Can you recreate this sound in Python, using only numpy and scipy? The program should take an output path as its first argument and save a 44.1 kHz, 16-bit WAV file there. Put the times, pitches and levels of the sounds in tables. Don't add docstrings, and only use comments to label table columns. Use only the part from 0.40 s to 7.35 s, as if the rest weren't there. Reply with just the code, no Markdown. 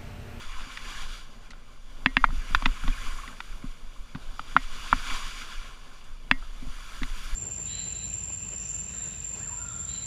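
import sys
import numpy as np
from scipy import signal
from scipy.fft import rfft, irfft, next_fast_len
from scipy.io import wavfile
from scipy.ndimage import uniform_filter1d, map_coordinates

SR = 44100
rng = np.random.default_rng(int(sys.argv[2]) if len(sys.argv) > 2 else 0)


def field_ratio(decibels):
    return 10 ** (np.asarray(decibels, dtype=float) / 20)


def to_wav(s):
    ch = np.atleast_2d(s).T
    pcm = np.round(np.clip(ch, -1, 1) * 32767)
    wavfile.write(sys.argv[1], SR, pcm.astype(np.int16))


N = 306495


def skis():
    # t/s, carve level/dB
    load = [(0.0, -47), (0.62, -45.5), (0.9, -58.5), (1.35, -62), (1.8, -55.5), (2.12, -48), (2.68, -44.5),
            (2.92, -50.5), (3.17, -57), (3.6, -61), (4.05, -53.5), (4.74, -40), (4.9, -44.5), (5.12, -47.5),
            (5.4, -56.5), (5.85, -61.5), (6.35, -52), (6.8, -48.5)]
    # t/s, extra spray level/dB
    wetness = [
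        (0.25, -1.5),
        (0.75, 4.5),
        (1.1, -3),
        (1.5, 1),
        (2.3, -3),
        (2.9, -1),
        (3.6, 0.3),
        (4.9, 3),
        (5.4, -1),
        (6.9, 2),
    ]
    # f/Hz, level per Hz/dB
    carve_spectrum = [(300, -9), (600, -10.5), (900, -7), (1400, 1), (2500, -1.5), (4000, -17), (7000, -18),
                      (15000, -37)]
    spray_spectrum = [(1500, -26), (3000, 0.5), (5000, -5), (7800, -11.5), (11200, -15), (15500, -22.5)]
    drone_spectrum = [(40, -12.5), (80, -0.5), (150, -2), (300, -10.5), (600, -8.5), (1500, -22.5),
                      (4000, -40)]

    carve_db, = curves(load)
    load_db = carve_db + 52
    spray_db = -56 + 0.85 * load_db + curves(wetness)[0]
    drone_db = -56.5 + 0.05 * load_db
    ruts = wobble(18) + 0.4 * wobble(50)
    shake_db = 1.1 * ruts

    squelch = bubbles(rate=600, centre_hz=1864, octaves=0.686, cycles=4.1, spread_db=3)
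    shear = patchy(depth_db=2.2) + 0.36 * crackle(rate=2100, spread_db=0.5) + 0.22 * squelch
    carve = coloured(shear, carve_spectrum)
    droplets = patchy(depth_db=0.9) + 0.35 * crackle(rate=2000, spread_db=1.0)
    spray = coloured(droplets, spray_spectrum)

    turn_s, right_apex_s, mist_db, mist_hz = 2.06, 2.8, 2.8, 7800
    lean = np.cos(np.pi * (np.arange(N) / SR - right_apex_s) / turn_s)
    mist = signal.sosfiltfilt(signal.butter(2, mist_hz, "high", fs=SR, output="sos"), spray)
    spray = spray + (field_ratio(mist_db * lean) - 1) * mist

    drone = coloured(patchy(depth_db=0.0), drone_spectrum)
    out = field_ratio(carve_db + 1.5 + shake_db) * carve
    out += field_ratio(spray_db + 2.08 + 0.9 * shake_db) * spray
    return out + field_ratio(drone_db + 1.9 * wobble(12)) * drone


def bubbles(rate, centre_hz, octaves, cycles, spread_db):
    draw = rng.random((int(rate * N / SR), 2))
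    hz = centre_hz * 2 ** (octaves * rng.standard_normal(len(draw)))
    hz = np.clip(hz, 400, 9000)[:, None]
    turns = np.arange(600) / SR * hz
    wave = np.sin(2 * np.pi * turns) * turns / cycles * np.exp(-2 * turns / cycles)
    size = field_ratio(-spread_db * np.log(1 - 0.97 * draw[:, 1:]))
    where = (draw[:, :1] * N).astype(int) + np.arange(turns.shape[1])
    return unit(np.bincount(where.ravel(), (size * wave).ravel())[:N])


def clacks():
    # t/s, peak level/dB, tick level/dB, mount ring level/dB
    strikes = [
        (1.6598, -5, -45, -15),
        (1.7678, -4.5, -41, -17.5),
        (5.912, -3.3, -37, -16.5),
    ]
    # f/Hz, level/dB, t60/s
    shell = [(570, -29, .03), (700, -23, .025), (990, -5.5, 0.013), (1260, -8, 0.012), (1660, -.5, .013),
             (1880, .5, .013), (2280, -3, 0.011), (2680, 2.5, 0.011), (4000, -21, 0.02), (3430, -2, 0.0098),
             (4780, -12.5, 0.0097)]
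    # f/Hz, level/dB, t60/s
    tube = [(1911, -5, .17), (2116, 0, .12), (2729, -9, .06), (2891, -13, .055), (3343, -16, .09),
            (5093, -22, .08)]
    out = np.zeros(N)
    for s, db, tick_db, mount_db in strikes:
        add(out, s + 0.00034, jolt(mount_db, push_db=0.5))
        add(out, s, field_ratio(db) * ring(shell, rise=0.00105))
        add(out, s, field_ratio(db - 26) * ring(tube, rise=0.001))
        add(out, s + 0.0082, field_ratio(db - 8) * puff(low_hz=1100, high_hz=2700, rise=0.002, t60=0.0085))
        add(out, s, field_ratio(tick_db) * puff(low_hz=5500, high_hz=8500, rise=0.0004, t60=0.011))
    return out


def blows():
    # t/s, peak level/dB, lower mode level/dB, tube ring level/dB, mount ring level/dB
    hits = [
        (1.8409, -2, 4, -29, -30.5),
        (4.1646, 0, 1, -30.5, -24),
        (4.528, -3.5, 5.5, -37, -22),
    ]
    # f/Hz, level/dB, t60/s
    grip = [(1380, 4, 0.012), (1946, -7.5, 0.0073), (2330, -11.5, 0.0078), (3210, -20, .014),
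            (3630, -19.5, 0.011)]
    out = np.zeros(N)
    for s, db, low_db, tube_db, mount_db in hits:
        low_modes = [(690, -28, 0.042), (895, -39, 0.0092), (1030, low_db, 0.0098)]
        tube = [(1911, -9, 0.18), (2121, 0, 0.085)]
        add(out, s + 0.0004, jolt(mount_db + 1.5, push_db=4))
        add(out, s, field_ratio(db + 1.6) * ring([*low_modes, *grip], rise=0.0012))
        add(out, s, field_ratio(db + tube_db) * ring(tube, rise=0.003))
        add(out, s + 0.0014, field_ratio(db - 12) * puff(low_hz=710, high_hz=2400, rise=0.0014, t60=0.024))
    return out


def knocks():
    # t/s, peak level/dB, main mode f/Hz, edge level/dB
    contacts = [(0.207, -33, 1130, -3), (1.108, -33, 2000, -8), (0.373, -21, 1900, 0),
                (1.133, -36, 1420, -9), (1.888, -31, 1000, -18), (1.905, -28, 1320, -19),
                (2.098, -36, 1090, -16), (2.223, -20, 1100, -11), (2.258, -9, 1320, 4),
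                (2.262, -13, 1030, -2), (2.437, -25.5, 1340, -11), (2.479, -18, 1100, 0),
                (2.877, -26, 2000, -5), (3.004, -23.5, 1380, 3), (3.125, -41, 2250, -12),
                (3.224, -41, 2260, -14), (3.749, -28, 1500, -8), (3.757, -29, 1150, -8),
                (3.994, -15, 1300, -22), (4.56, -41, 1190, -14), (4.709, -25, 1380, 0),
                (6.025, -33.5, 1290, -20), (6.049, -41, 1340, -21), (6.385, -38, 1200, -16),
                (6.619, -28, 1680, -24), (6.632, -19, 2130, -4)]
    out = np.zeros(N)
    for s, db, hz, edge_db in contacts:
        over_db = db + 25
        t60 = max(0.011 - 0.00012 * over_db, 0.003)
        modes = [
            (0.68 * hz, -7, 0.84 * t60), (hz, 0, t60), (1950, edge_db - 9, 1.37 * t60),
            (2495, edge_db + 7.5, 0.47 * t60), (3576, edge_db + 2.5, 0.5 * t60),
            (5100, edge_db - 14, 0.48 * t60)]
        rattle_db = db - 9 + 0.35 * edge_db
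        tick_db = -66 + 0.7 * over_db + 0.3 * (edge_db + 5)
        add(out, s - 0.0004, field_ratio(db + 7) * ring(modes, rise=0.0017))
        add(out, s, field_ratio(rattle_db) * puff(low_hz=780, high_hz=3800, rise=0.001, t60=2.06 * t60))
        add(out, s, field_ratio(tick_db) * puff(low_hz=4200, high_hz=14000, rise=0.0004, t60=0.0076))
    return out


def buckle_snap():
    # t/s, peak level/dB
    snap = (2.1481, -3)
    # f/Hz, level/dB, t60/s
    modes = [(1040, -7.5, 0.016), (1424, 0.5, 0.012), (1800, -13, 0.022), (2530, -8.5, 0.0095),
             (3580, -4.5, 0.0085), (4800, -21.5, 0.015), (5770, -22.5, 0.013)]
    s, db = snap
    out = np.zeros(N)
    add(out, s, -field_ratio(db) * ring(modes, rise=0.00059))
    add(out, s, field_ratio(db - 34) * puff(low_hz=5000, high_hz=14500, rise=0.0004, t60=0.011))
    return out


def splats():
    # t/s, rms level/dB, low f/Hz, high f/Hz, t60/s
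    lumps = [
        (1.105, -39, 1500, 7000, .03),
        (1.116, -43, 1300, 5000, .03),
        (2.254, -25, 900, 4200, .035),
        (4.517, -28, 1500, 3800, .022),
        (3.31, -52, 1500, 6000, .05),
        (5.64, -54, 2000, 9000, .06),
        (6.63, -33, 1500, 4500, .03),
        (.371, -34, 1300, 4000, .03),
        (3.004, -34, 1000, 4800, .018),
        (2.149, -22, 1500, 3600, .035),
    ]
    out = np.zeros(N)
    for s, db, low_hz, high_hz, t60 in lumps:
        add(out, s, field_ratio(db) * puff(low_hz, high_hz, rise=0.0015, t60=t60))
    return out


def pops():
    # t/s, peak level/dB, f/Hz, t60/s
    pockets = [
        (2.5, -34, 3300, 0.027),
        (2.524, -29, 2440, 0.037),
        (2.579, -30, 1630, 0.034),
        (2.645, -37, 1380, .04),
        (2.785, -30, 1100, .05),
        (2.797, -33, 1230, 0.044),
        (2.832, -33, 1100, 0.056),
        (2.841, -32, 1050, .04),
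    ]
    out = np.zeros(N)
    for s, db, hz, t60 in pockets:
        add(out, s, field_ratio(db) * ring([(hz, 0, t60)], rise=0.0023))
    return out


def thumps():
    # t/s, ring level/dB, shudder level/dB
    jolts = [(0.266, -38.5, -59), (1.889, -48, -36), (1.923, -31, -43), (2.101, -41, -41),
             (2.125, -43, -38), (2.147, -40, -43), (2.221, -32, -43), (2.257, -19, -33),
             (2.438, -32.5, -34), (2.478, -22.5, -34), (2.876, -36, -55), (3.237, -26.5, -39),
             (3.747, -27, -35), (3.993, -39, -43), (4.153, -27, -32), (4.56, -38, -39), (4.707, -34.5, -53),
             (6.222, -31, -44), (6.265, -39, -42), (6.616, -23, -35.5)]
    out = np.zeros(N)
    for s, db, shudder_db in jolts:
        add(out, s + 0.0013, jolt(db, push_db=-7))
        add(out, s, field_ratio(shudder_db + 4.5) * puff(low_hz=45, high_hz=182, rise=0.006, t60=0.095))
    return out


def jolt(db, push_db):
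    u = np.arange(SR // 5) / SR / 0.0018
    push = u * (1 - u / 3) * np.exp(-u)
    mount = ring([(260, 0, 0.1), (195, -1.5, 0.045), (135, -5, 0.035)], rise=0.0015)
    return field_ratio(db + push_db + 1.5) * push - field_ratio(db - 4.5) * mount


def wind():
    # f/Hz, level per Hz/dB
    gusts = [(5, -9), (14, 4.5), (28, 1), (45, -16.5), (70, -25.5), (140, -42), (300, -74)]
    # t/s, strength level/dB
    breeze = [(0.0, -37), (0.5, -39), (0.8, -33), (1.0, -37), (1.35, -35), (1.6, -30), (2.0, -29),
              (2.4, -34), (2.7, -29), (3.0, -38), (3.6, -38.5), (4.2, -29), (4.9, -33), (5.2, -35),
              (5.7, -36.5), (6.1, -28), (6.45, -33), (6.8, -27)]
    # t/s, level/dB, half length/s
    surges = [(0.09, -28.5, .03), (0.19, -26.5, .04), (0.45, -36, .05), (0.64, -29, .07), (1.85, -21, .04),
              (1.96, -21.5, .05), (2.15, -13, .025), (2.28, -17, .04), (2.48, -16, .04), (2.69, -27, .08),
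              (3.13, -29.5, .04), (3.28, -28.5, .04), (3.46, -30, .03), (3.61, -31, .03), (3.89, -32, .05),
              (4.3, -31, .06), (4.57, -25.5, .04), (4.73, -22, .03), (4.86, -31, .03), (5.19, -31, .03),
              (5.71, -31, .03), (5.96, -28, .04), (6.29, -29, .05), (6.62, -24.5, .03), (6.72, -29, .03),
              (6.95, -21, .03)]
    lumps = coloured(rng.standard_normal(N), gusts)
    power = uniform_filter1d(uniform_filter1d(lumps ** 2, size=2600), size=2600)
    strength = np.sqrt(np.abs(power) + 0.1)
    t = np.arange(N) / SR
    eddies = sum(field_ratio(db) * np.exp(-((t - s) / max(half, 0.01)) ** 2) for s, db, half in surges)
    between = field_ratio(curves(breeze)[0] - 3)
    return field_ratio(-2.17) * (between + eddies) * lumps / strength


def coloured(x, spectrum):
    # f/Hz, width/Hz, lift/dB
    housing = [(240.5, 72, 8), (1060, 108, 8.5), (1288, 730, 4.5), (1884, 73, -11.5), (2327, 138, 6),
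               (2880, 170, 6), (3430, 450, 8.5), (4794, 600, 9.5), (5080, 250, -5), (5840, 400, 6.5),
               (6940, 900, 9), (8900, 370, 6), (10000, 900, 8.5), (12700, 510, 4.5)]
    m = next_fast_len(N + 8192)
    hz = np.fft.rfftfreq(m, 1 / SR)
    f, db = np.transpose(spectrum)
    source_db = np.interp(np.log(hz + 1), np.log(f), db)
    lift_db = sum(up / (1 + (2 * (hz - c) / w) ** 2) for c, w, up in housing)
    return unit(irfft(rfft(x, m) * field_ratio(source_db + lift_db), m)[:N])


def patchy(depth_db):
    z = signal.stft(rng.standard_normal(N), nperseg=512)[2]
    field = uniform_filter1d(rng.standard_normal(z.shape), size=6, axis=0)
    field = uniform_filter1d(field, size=9, axis=1)
    return unit(signal.istft(z * field_ratio(depth_db * unit(field)), nperseg=512)[1][:N])


def crackle(rate, spread_db):
    grains = (rng.random(N) < rate / SR) * rng.standard_normal(N)
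    size_db = spread_db * np.minimum(rng.exponential(size=N), 3)
    return unit(grains * field_ratio(size_db))


def ring(modes, rise):
    t = np.arange(SR // 5) / SR
    tone = np.zeros(len(t))
    for k, (hz, db, t60) in enumerate(modes):
        decay = field_ratio(db - 60 * t / max(t60, 0.002))
        tone += (-1) ** k * decay * np.sin(2 * np.pi * hz * t)
    return -tone * (1 - np.exp(-(t / rise) ** 2))


def puff(low_hz, high_hz, rise, t60):
    t = np.arange(SR // 10) / SR
    band = signal.butter(3, [low_hz, high_hz], "band", fs=SR, output="sos")
    noise = unit(signal.sosfilt(band, rng.standard_normal(len(t))))
    return noise * (1 - np.exp(-t / rise)) * field_ratio(-60 * t / t60)


def wobble(rate):
    knots = rng.standard_normal(int(N * rate / SR) + 4)
    return map_coordinates(knots, [np.arange(N) * rate / SR])


def curves(rows):
    s, *cols = np.transpose(rows)
    return [np.interp(np.arange(N) / SR, s, c) for c in cols]


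def unit(x):
    return x / np.sqrt(np.mean(x ** 2) + 1e-20)


def add(out, s, x):
    part = out[round(s * SR):][:len(x)]
    part += x[:len(part)]


def scene():
    contacts = clacks() + blows() + knocks() + buckle_snap() + splats() + pops()
    return (skis() + contacts + thumps() + wind())[None]


def top_cut(x):
    return signal.sosfilt(signal.butter(12, 16480, fs=SR, output="sos"), x)


def record(dry):
    rounded = dry / (1 + np.abs(dry / 1.35) ** 5) ** (1 / 5)
    passed = np.fft.rfftfreq(N, 1 / SR) < 15300
    banded = irfft(rfft(rounded) * passed, N)
    return top_cut(np.clip(banded, -1, 1))


dry = scene()
out = record(dry)
to_wav(out)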